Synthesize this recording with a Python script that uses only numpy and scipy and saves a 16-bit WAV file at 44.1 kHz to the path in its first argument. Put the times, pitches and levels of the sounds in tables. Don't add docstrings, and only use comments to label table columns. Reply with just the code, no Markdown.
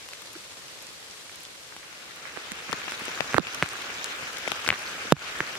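import sys
import numpy as np
from scipy import signal
from scipy.fft import rfft, irfft, next_fast_len
from scipy.io import wavfile
from scipy.ndimage import uniform_filter1d

SR = 44100
rng = np.random.default_rng(int(sys.argv[2]) if len(sys.argv) > 2 else 0)


def pcm_store(signal):
    levels = np.round(np.clip(np.atleast_2d(signal), -1, 1) * 32767)
    wavfile.write(sys.argv[1], SR, levels.astype(np.int16).T)


def attenuation_scalar(level_db):
    decades = np.asarray(level_db, float) / 20
    return 10 ** decades


N = 246078

# (time [s], knock level [dB], ring pitch [Hz], splash over the knock [dB], left over right [dB])
MIDDLE_KNOCKS = [(1.7651, -19, 1140, -19, 4.5), (1.9278, -17, 2360, -30, 12), (2.373, -7, 1540, -38, -18),
                 (2.693, -10, 1550, -40, -10), (2.8802, -7, 1300, -35, 15), (2.921, -9.5, 1580, -22, -3),
                 (3.2065, 7, 2100, -48, 12), (3.3348, -5.5, 2140, -40, -1), (3.3442, 7, 1400, -38.5, -7),
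                 (3.382, 16, 1194, -43, -12.5), (3.4701, -0.5, 2550, -42, 9), (3.6256, 7.5, 1860, -43, 0),
                 (3.6604, -7, 1850, -34, 13), (4.5182, 8, 3000, -32, 19.5), (4.6893, 10.5, 2160, -35, 7),
                 (4.7165, -5, 1560, -40, 5), (4.7264, 1, 1570, -41, -7), (4.7317, -7, 1450, -30, 23),
                 (5.1226, 13, 1020, -24, -3.5)]
# (time [s], knock level [dB], ring pitch [Hz], splash over the knock [dB], left over right [dB])
RIM_TAPS = [(0.134, -17, 2500, -23.5, 6), (1.2957, -30, 2125, -15, 8), (1.7241, -22, 1550, -40, 14),
            (2.3671, -18, 1570, -31, -6), (2.5186, -12.5, 2030, -16.5, -6.5), (2.7204, -7.5, 2360, -35, 10),
            (2.7286, -6.5, 1280, -19, 3.5), (2.91, -22, 4500, -8, 4), (3.082, -10, 2400, -28, 11),
            (3.1762, -15, 1570, -33, 6), (3.366, -4, 1570, -33, -12), (3.3699, -9, 1700, -34, -6),
            (3.6325, -9.5, 1700, -23, 2.5), (4.0434, -21, 5200, -5, -2), (4.6478, -15, 1440, -22, 2.5),
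            (4.6643, -6, 2320, -28, -4.5), (4.7039, 7, 2290, -55, 4), (4.758, -16, 1700, -25, -10),
            (5.4051, -0.5, 1700, -37, -3), (5.5537, -14, 1970, -23, -2.5)]
# (time [s], knock level [dB], ring pitch [Hz], splash over the knock [dB], left over right [dB])
STIFF_RINGS = [(0.088, -37.5, 1060, 0.5, 1), (0.3527, -29, 1450, -19, -8), (0.8684, -32, 2790, -7, -7),
               (1.831, -31, 1900, -40, -2), (2.1088, -28, 1830, -40, 14), (2.36, -28, 1590, -20, -9),
               (2.713, -26, 2170, -4.5, 12), (2.734, -14, 1810, -32, 7), (2.8175, -23, 2360, -24, -6),
               (2.883, -15, 2600, -40, 6), (2.896, -24, 1570, -40, -2), (3.3778, -15, 1910, -40, -5),
               (3.395, -12, 1340, -40, -18), (3.547, -22.5, 1570, -5.5, -23),
               (3.689, -26, 2130, -6.5, -2.5), (3.755, -20, 1610, -40, -12), (4.0592, -23.5, 4100, -8, 4),
               (4.2092, -24, 2380, -19, 10), (4.4768, -8, 2180, -29, 17), (4.4816, -22.5, 1450, -6, 4),
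               (4.6766, -15.5, 1530, -8, 4), (5.1196, -30, 1590, -13, -19), (5.1231, 0.5, 3600, -44, -3),
               (5.3875, -30.5, 1850, -9, -1)]
# (time [s], level [dB], final pitch [Hz], extra early turns [cycles], left over right [dB])
COVER_SLAPS = [(2.7391, -22, 161, 0.28, 15), (3.019, -28, 181, .42, -2), (3.0813, -23, 220, 0.59, 14),
               (3.2065, -11.5, 234, 1.35, 22), (3.3503, -8, 129, 0.00037, -7), (3.3833, 4.5, 274, 0, -31),
               (4.4768, -13.5, 220, 1.45, 11), (4.5188, -16, 294, 2.05, 5), (4.6762, -20.5, 240, .62, 8),
               (4.6899, -24, 122, 0.051, 0), (4.7042, -28, 211, 1.7, -6), (4.7141, -26, 180, 0.43, 4),
               (5.1226, 7.5, 150, 0.9, -7.5)]
# (time [s], level [dB], final pitch [Hz], extra early turns [cycles], left over right [dB])
COVER_BOOMS = [(2.373, -28.5, 285, 0.91, -20), (2.5187, -26.5, 175, 0.47, -21),
               (2.6961, -26.5, 161, .4, -25), (2.7293, -20, 314, 1.27, 10), (2.877, -32, 159, .2, 21),
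               (3.2119, -28.5, 160, 0, 19), (3.3457, -18, 231, 0.64, -11), (3.3865, -1.5, 294, 0, -22),
               (3.3984, -5, 162, 0.46, -23), (3.6268, -16, 142, 0.77, -6), (3.632, -19, 85, 0.44, -1),
               (4.712, -22, 85, 0.28, 3), (5.0523, -31, 242, 0.67, -13), (5.1257, 15, 144, 0.025, -11.5),
               (5.4052, -25, 294, 0.68, -3), (5.134, -10, 260, 0.2, -9), (5.165, -22, 72, 0, -3),
               (5.409, -24, 129, 0.002, -5)]
# (time [s], peak level [dB], centre pitch [Hz], left over right [dB])
LEAF_SPLATS = [(0.1345, -32, 3040, 5), (0.22, -30, 2070, 8), (0.271, -35, 3460, 6), (0.395, -43, 1530, 12),
               (0.788, -37, 3990, 3), (1.111, -34, 4600, 3), (1.295, -32, 1500, -4),
               (1.4515, -35, 3600, 1.5), (4.6465, -25, 1500, 3), (0.682, -34, 3500, 5),
               (3.395, -18, 3500, -6), (3.2065, -19, 3460, 21), (2.729, -18, 3180, 14),
               (2.254, -27.5, 1250, -10.5), (2.286, -39, 1480, -7), (3.052, -29, 2230, 2),
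               (3.327, -26, 1900, -8), (3.429, -26, 2450, 10), (3.45, -27, 1460, -3),
               (3.8197, -28, 2900, 3.5), (3.842, -41, 1570, -2), (4.108, -43, 1650, 2),
               (4.223, -23.5, 1110, 4), (4.37, -20.5, 2880, 7), (4.739, -25, 1800, 2),
               (5.166, -22.5, 1550, 1.5), (5.31, -34, 3040, 6)]
# (time [s], peak level [dB], centre pitch [Hz], left over right [dB])
BRIGHT_TICKS = [(0.2188, -34.5, 10000, 6), (0.3316, -36, 8590, 8), (0.6794, -43, 8460, 5.0),
                (0.8244, -38, 8440, 7), (0.9294, -46, 8100, 5), (1.2443, -41, 8560, 8),
                (1.3573, -34, 8300, 8), (1.4044, -36, 9060, 9), (1.4332, -37, 8000, 1.5),
                (2.1594, -37, 9590, 8.5), (2.994, -38, 9310, 0.5), (3.054, -29, 6700, 1.5),
                (3.732, -36, 8700, 1), (3.8205, -39, 8700, 1.5), (4.3303, -36, 8090, -1.5),
                (4.79, -36.5, 8500, 1), (4.894, -33, 6500, 2), (4.3836, -32, 8950, -2.5)]
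# (time [s], length [s], pitch [Hz], level [dB])
HOLLOW_PLOP = (.3545, .018, 350, -36.5)
# (frequency [Hz], level per hertz [dB])
SHORE_COLOUR = [(18, -50), (30, -20), (70, -8.5), (194, -10), (345, -6.5), (461, -5.5), (962, -5.5),
                (1460, 0.5), (1910, -3.5), (2410, -2.5), (4420, -11), (6600, -12.5), (8980, -21),
                (12600, -24.5), (16000, -33)]
# (frequency [Hz], likeness [-1 to 1])
SHORE_LIKENESS = [(60, 0.26), (240, 1), (950, 0.35), (3770, -0.12), (15000, 0.044)]
# (frequency [Hz], left over right [dB])
SHORE_TILT = [(60, -1), (240, 0.5), (950, -1), (3770, 4.5), (15000, 0.5)]
# (frequency [Hz], level per hertz [dB])
WOOD_COLOUR = [(18, -43), (30, -17), (134, -7.5), (221, -11.5), (526, -5.5), (760, -10.5), (866, -9),
               (1350, -7.5), (3980, -6), (8080, -11.5), (12300, -20), (14800, -31), (16000, -35)]
# (frequency [Hz], likeness [-1 to 1])
WOOD_LIKENESS = [(60, 0.12), (240, 0.48), (950, 0.34), (3770, -0.2), (15000, 0.099)]


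def evened(x):
    return x / np.sqrt(np.mean(x ** 2) + 1e-20)


def read_curve(points, hz):
    point_hz, value = np.transpose(points)
    return np.interp(np.log(hz + 1), np.log(point_hz + 1), value)


def add(mix, start_s, sound, pan_db):
    for side, lean_db in enumerate((pan_db, -pan_db)):
        late = max(-lean_db, 0) * 0.6
        part = mix[side, round(start_s * SR + late):][:len(sound)]
        part += attenuation_scalar(min(lean_db, 0)) * sound[:len(part)]


def drops():
    out = np.zeros((2, N))
    t = np.arange(700) / SR
    bright = signal.butter(N=2, Wn=[2200, 9000], btype="band", fs=SR, output="sos")
    flatten = 1 - np.exp(-t / 0.00012)
    for rows, turns in ((MIDDLE_KNOCKS, 3.1), (RIM_TAPS, 6.3), (STIFF_RINGS, 16.7)):
        noises = rng.standard_normal((len(rows), 2, 700))
        for (start_s, db, hz, splash_db, pan_db), (spray, rattle) in zip(rows, noises):
            fade = flatten * attenuation_scalar(-60 * t * hz / turns)
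            ring = -np.sin(2 * np.pi * hz * t) * fade
            splash = attenuation_scalar(splash_db + 12 - 60 * t / 0.0075) * signal.sosfilt(bright, spray)
            tail = evened(signal.oaconvolve(rattle, ring[:60])[:700])
            tail = tail * attenuation_scalar(-33 - 60 * t / 0.022)
            add(out, start_s, attenuation_scalar(db) * (ring + splash + tail), pan_db)
    return out


def thuds():
    out = np.zeros((2, N))
    t = np.arange(4000) / SR
    for rows, t60_s in ((COVER_SLAPS, 0.014), (COVER_BOOMS, 0.038)):
        for start_s, db, hz, early, pan_db in rows:
            turns = hz * t + early * (1 - np.exp(-t / 0.0015))
            add(out, start_s, -np.sin(2 * np.pi * turns) * attenuation_scalar(db - 60 * t / t60_s), pan_db)
    return out


def splats():
    out = np.zeros((2, N))
    t = np.arange(500) / SR
    rows = LEAF_SPLATS + BRIGHT_TICKS
    sprays = rng.standard_normal((len(rows), 500))
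    for (start_s, db, hz, pan_db), spray in zip(rows, sprays):
        leaf = signal.butter(N=2, Wn=[hz / 1.7, hz * 1.6], btype="band", fs=SR, output="sos")
        puff = evened(signal.sosfilt(leaf, spray))
        add(out, start_s, attenuation_scalar(db - 60 * t / 0.013) * puff, pan_db)
    return out


def plop():
    start_s, length_s, hz, db = HOLLOW_PLOP
    out = np.zeros((2, N))
    t = np.arange(round(length_s * SR)) / SR
    turns = hz * t * (0.86 + 0.12 * t / length_s)
    swell = np.sin(np.pi * t / length_s)
    add(out, start_s, attenuation_scalar(db) * swell * np.sin(2 * np.pi * turns), -1.5)
    return out


def patter(per_s, spread_db, low_hz, high_hz, turns, bleed):
    t = np.arange(400) / SR
    out = np.zeros((2, N))
    size = attenuation_scalar(spread_db * np.minimum(rng.exponential(1, N), 3.2))
    size = size * (rng.random(N) < per_s / SR)
    kind = rng.integers(0, 48, N)
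    rattles = (rng.random((48, 400)) < 0.03) * rng.standard_normal((48, 400))
    rattles = rattles * attenuation_scalar(-8 - 60 * t / 0.073)
    for k, hz in enumerate(np.tile(np.geomspace(low_hz, high_hz, 24), 2)):
        tap = -np.sin(2 * np.pi * hz * t) * np.exp(-t * hz / turns)
        tap = np.append(tap, np.zeros(399)) + np.convolve(tap, rattles[k])
        tap = tap * np.sqrt(hz) / np.linalg.norm(tap)
        out[k // 24] += signal.oaconvolve(size * (kind == k), tap)[:N]
    return evened(out + bleed * np.roll(out[::-1], 9, 1))


def wash(likeness, patchy_db, flicker_db):
    frames = N // 64 + 5
    hz = np.fft.rfftfreq(256, 1 / SR)
    a, b, c, d, patches, flicker = rng.standard_normal((frames, 129, 6)).T
    patches = uniform_filter1d(uniform_filter1d(patches, size=4, axis=0), size=30, axis=1)
    flicker = uniform_filter1d(uniform_filter1d(flicker, size=60, axis=0), size=6, axis=1)
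    like = np.clip(read_curve(likeness, hz), -1, 1)[:, None]
    left = a + 1j * b
    right = like * left + np.sqrt(1 - like ** 2) * (c + 1j * d)
    wobble = attenuation_scalar(patchy_db * evened(patches) + flicker_db * evened(flicker))
    z = np.array([left, right]) * wobble
    return evened(signal.istft(z, nperseg=256, noverlap=192)[1][:, :N])


def coloured(x, spectrum):
    size = next_fast_len(N)
    hz = np.fft.rfftfreq(size, 1 / SR)
    level_db = read_curve(spectrum, hz) - 0.04 * np.maximum(hz - 15700, 0)
    return evened(irfft(rfft(x, size) * attenuation_scalar(level_db), size)[:, :N])


def shore():
    mix = wash(SHORE_LIKENESS, 1.6, 0.77) + attenuation_scalar(-8) * patter(800, 4.6, 340, 11260, 1.26, 0.53)
    left_colour = [(hz, db + read_curve(SHORE_TILT, hz)) for hz, db in SHORE_COLOUR]
    left = attenuation_scalar(0.9) * coloured(mix, left_colour)[0]
    right = coloured(mix, SHORE_COLOUR)[1]
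    return np.array([left, right])


def woodland():
    mix = wash(WOOD_LIKENESS, 0.54, 0.74) + attenuation_scalar(-9) * patter(500, 1.9, 710, 9100, 0.42, 0.15)
    return coloured(mix, WOOD_COLOUR) * attenuation_scalar([[0.5], [-0.5]])


def scene():
    t = np.arange(N) / SR
    low_cut = signal.butter(N=2, Wn=95, btype="high", fs=SR, output="sos")
    close = signal.sosfilt(low_cut, drops() + thuds() + splats())
    shore_gain = attenuation_scalar(-35.5) * np.interp(t, (1.48, 3.03), (0, 1)) ** 1.18
    wood_gain = attenuation_scalar(-43.5) * np.interp(t, (1.31, 2.72), (1, 0)) ** 0.48
    return close + plop() + shore_gain * shore() + wood_gain * woodland()


def roll_off(x):
    return signal.sosfilt(signal.butter(12, 16430, fs=SR, output="sos"), x)


def record(dry):
    power = uniform_filter1d((dry ** 2).mean(0), size=90)
    power_db = 10 * np.log10(abs(power) + 1e-12)
    over_db = np.clip(1.52 * (power_db + 12.5), 1e-3, 23)
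    fall = np.arange(N) / SR / 0.046
    held_db = np.exp(np.maximum.accumulate(np.log(over_db) + fall) - fall)
    late_db = np.roll(uniform_filter1d(held_db, size=260), 150)
    clipped = np.clip(dry / attenuation_scalar(late_db), -1, 1)
    treble_cut = signal.firwin(numtaps=101, cutoff=16200, fs=SR)[None]
    mix = signal.oaconvolve(clipped, treble_cut, "same")
    return roll_off(mix)


dry = scene()
out = record(dry)
pcm_store(out)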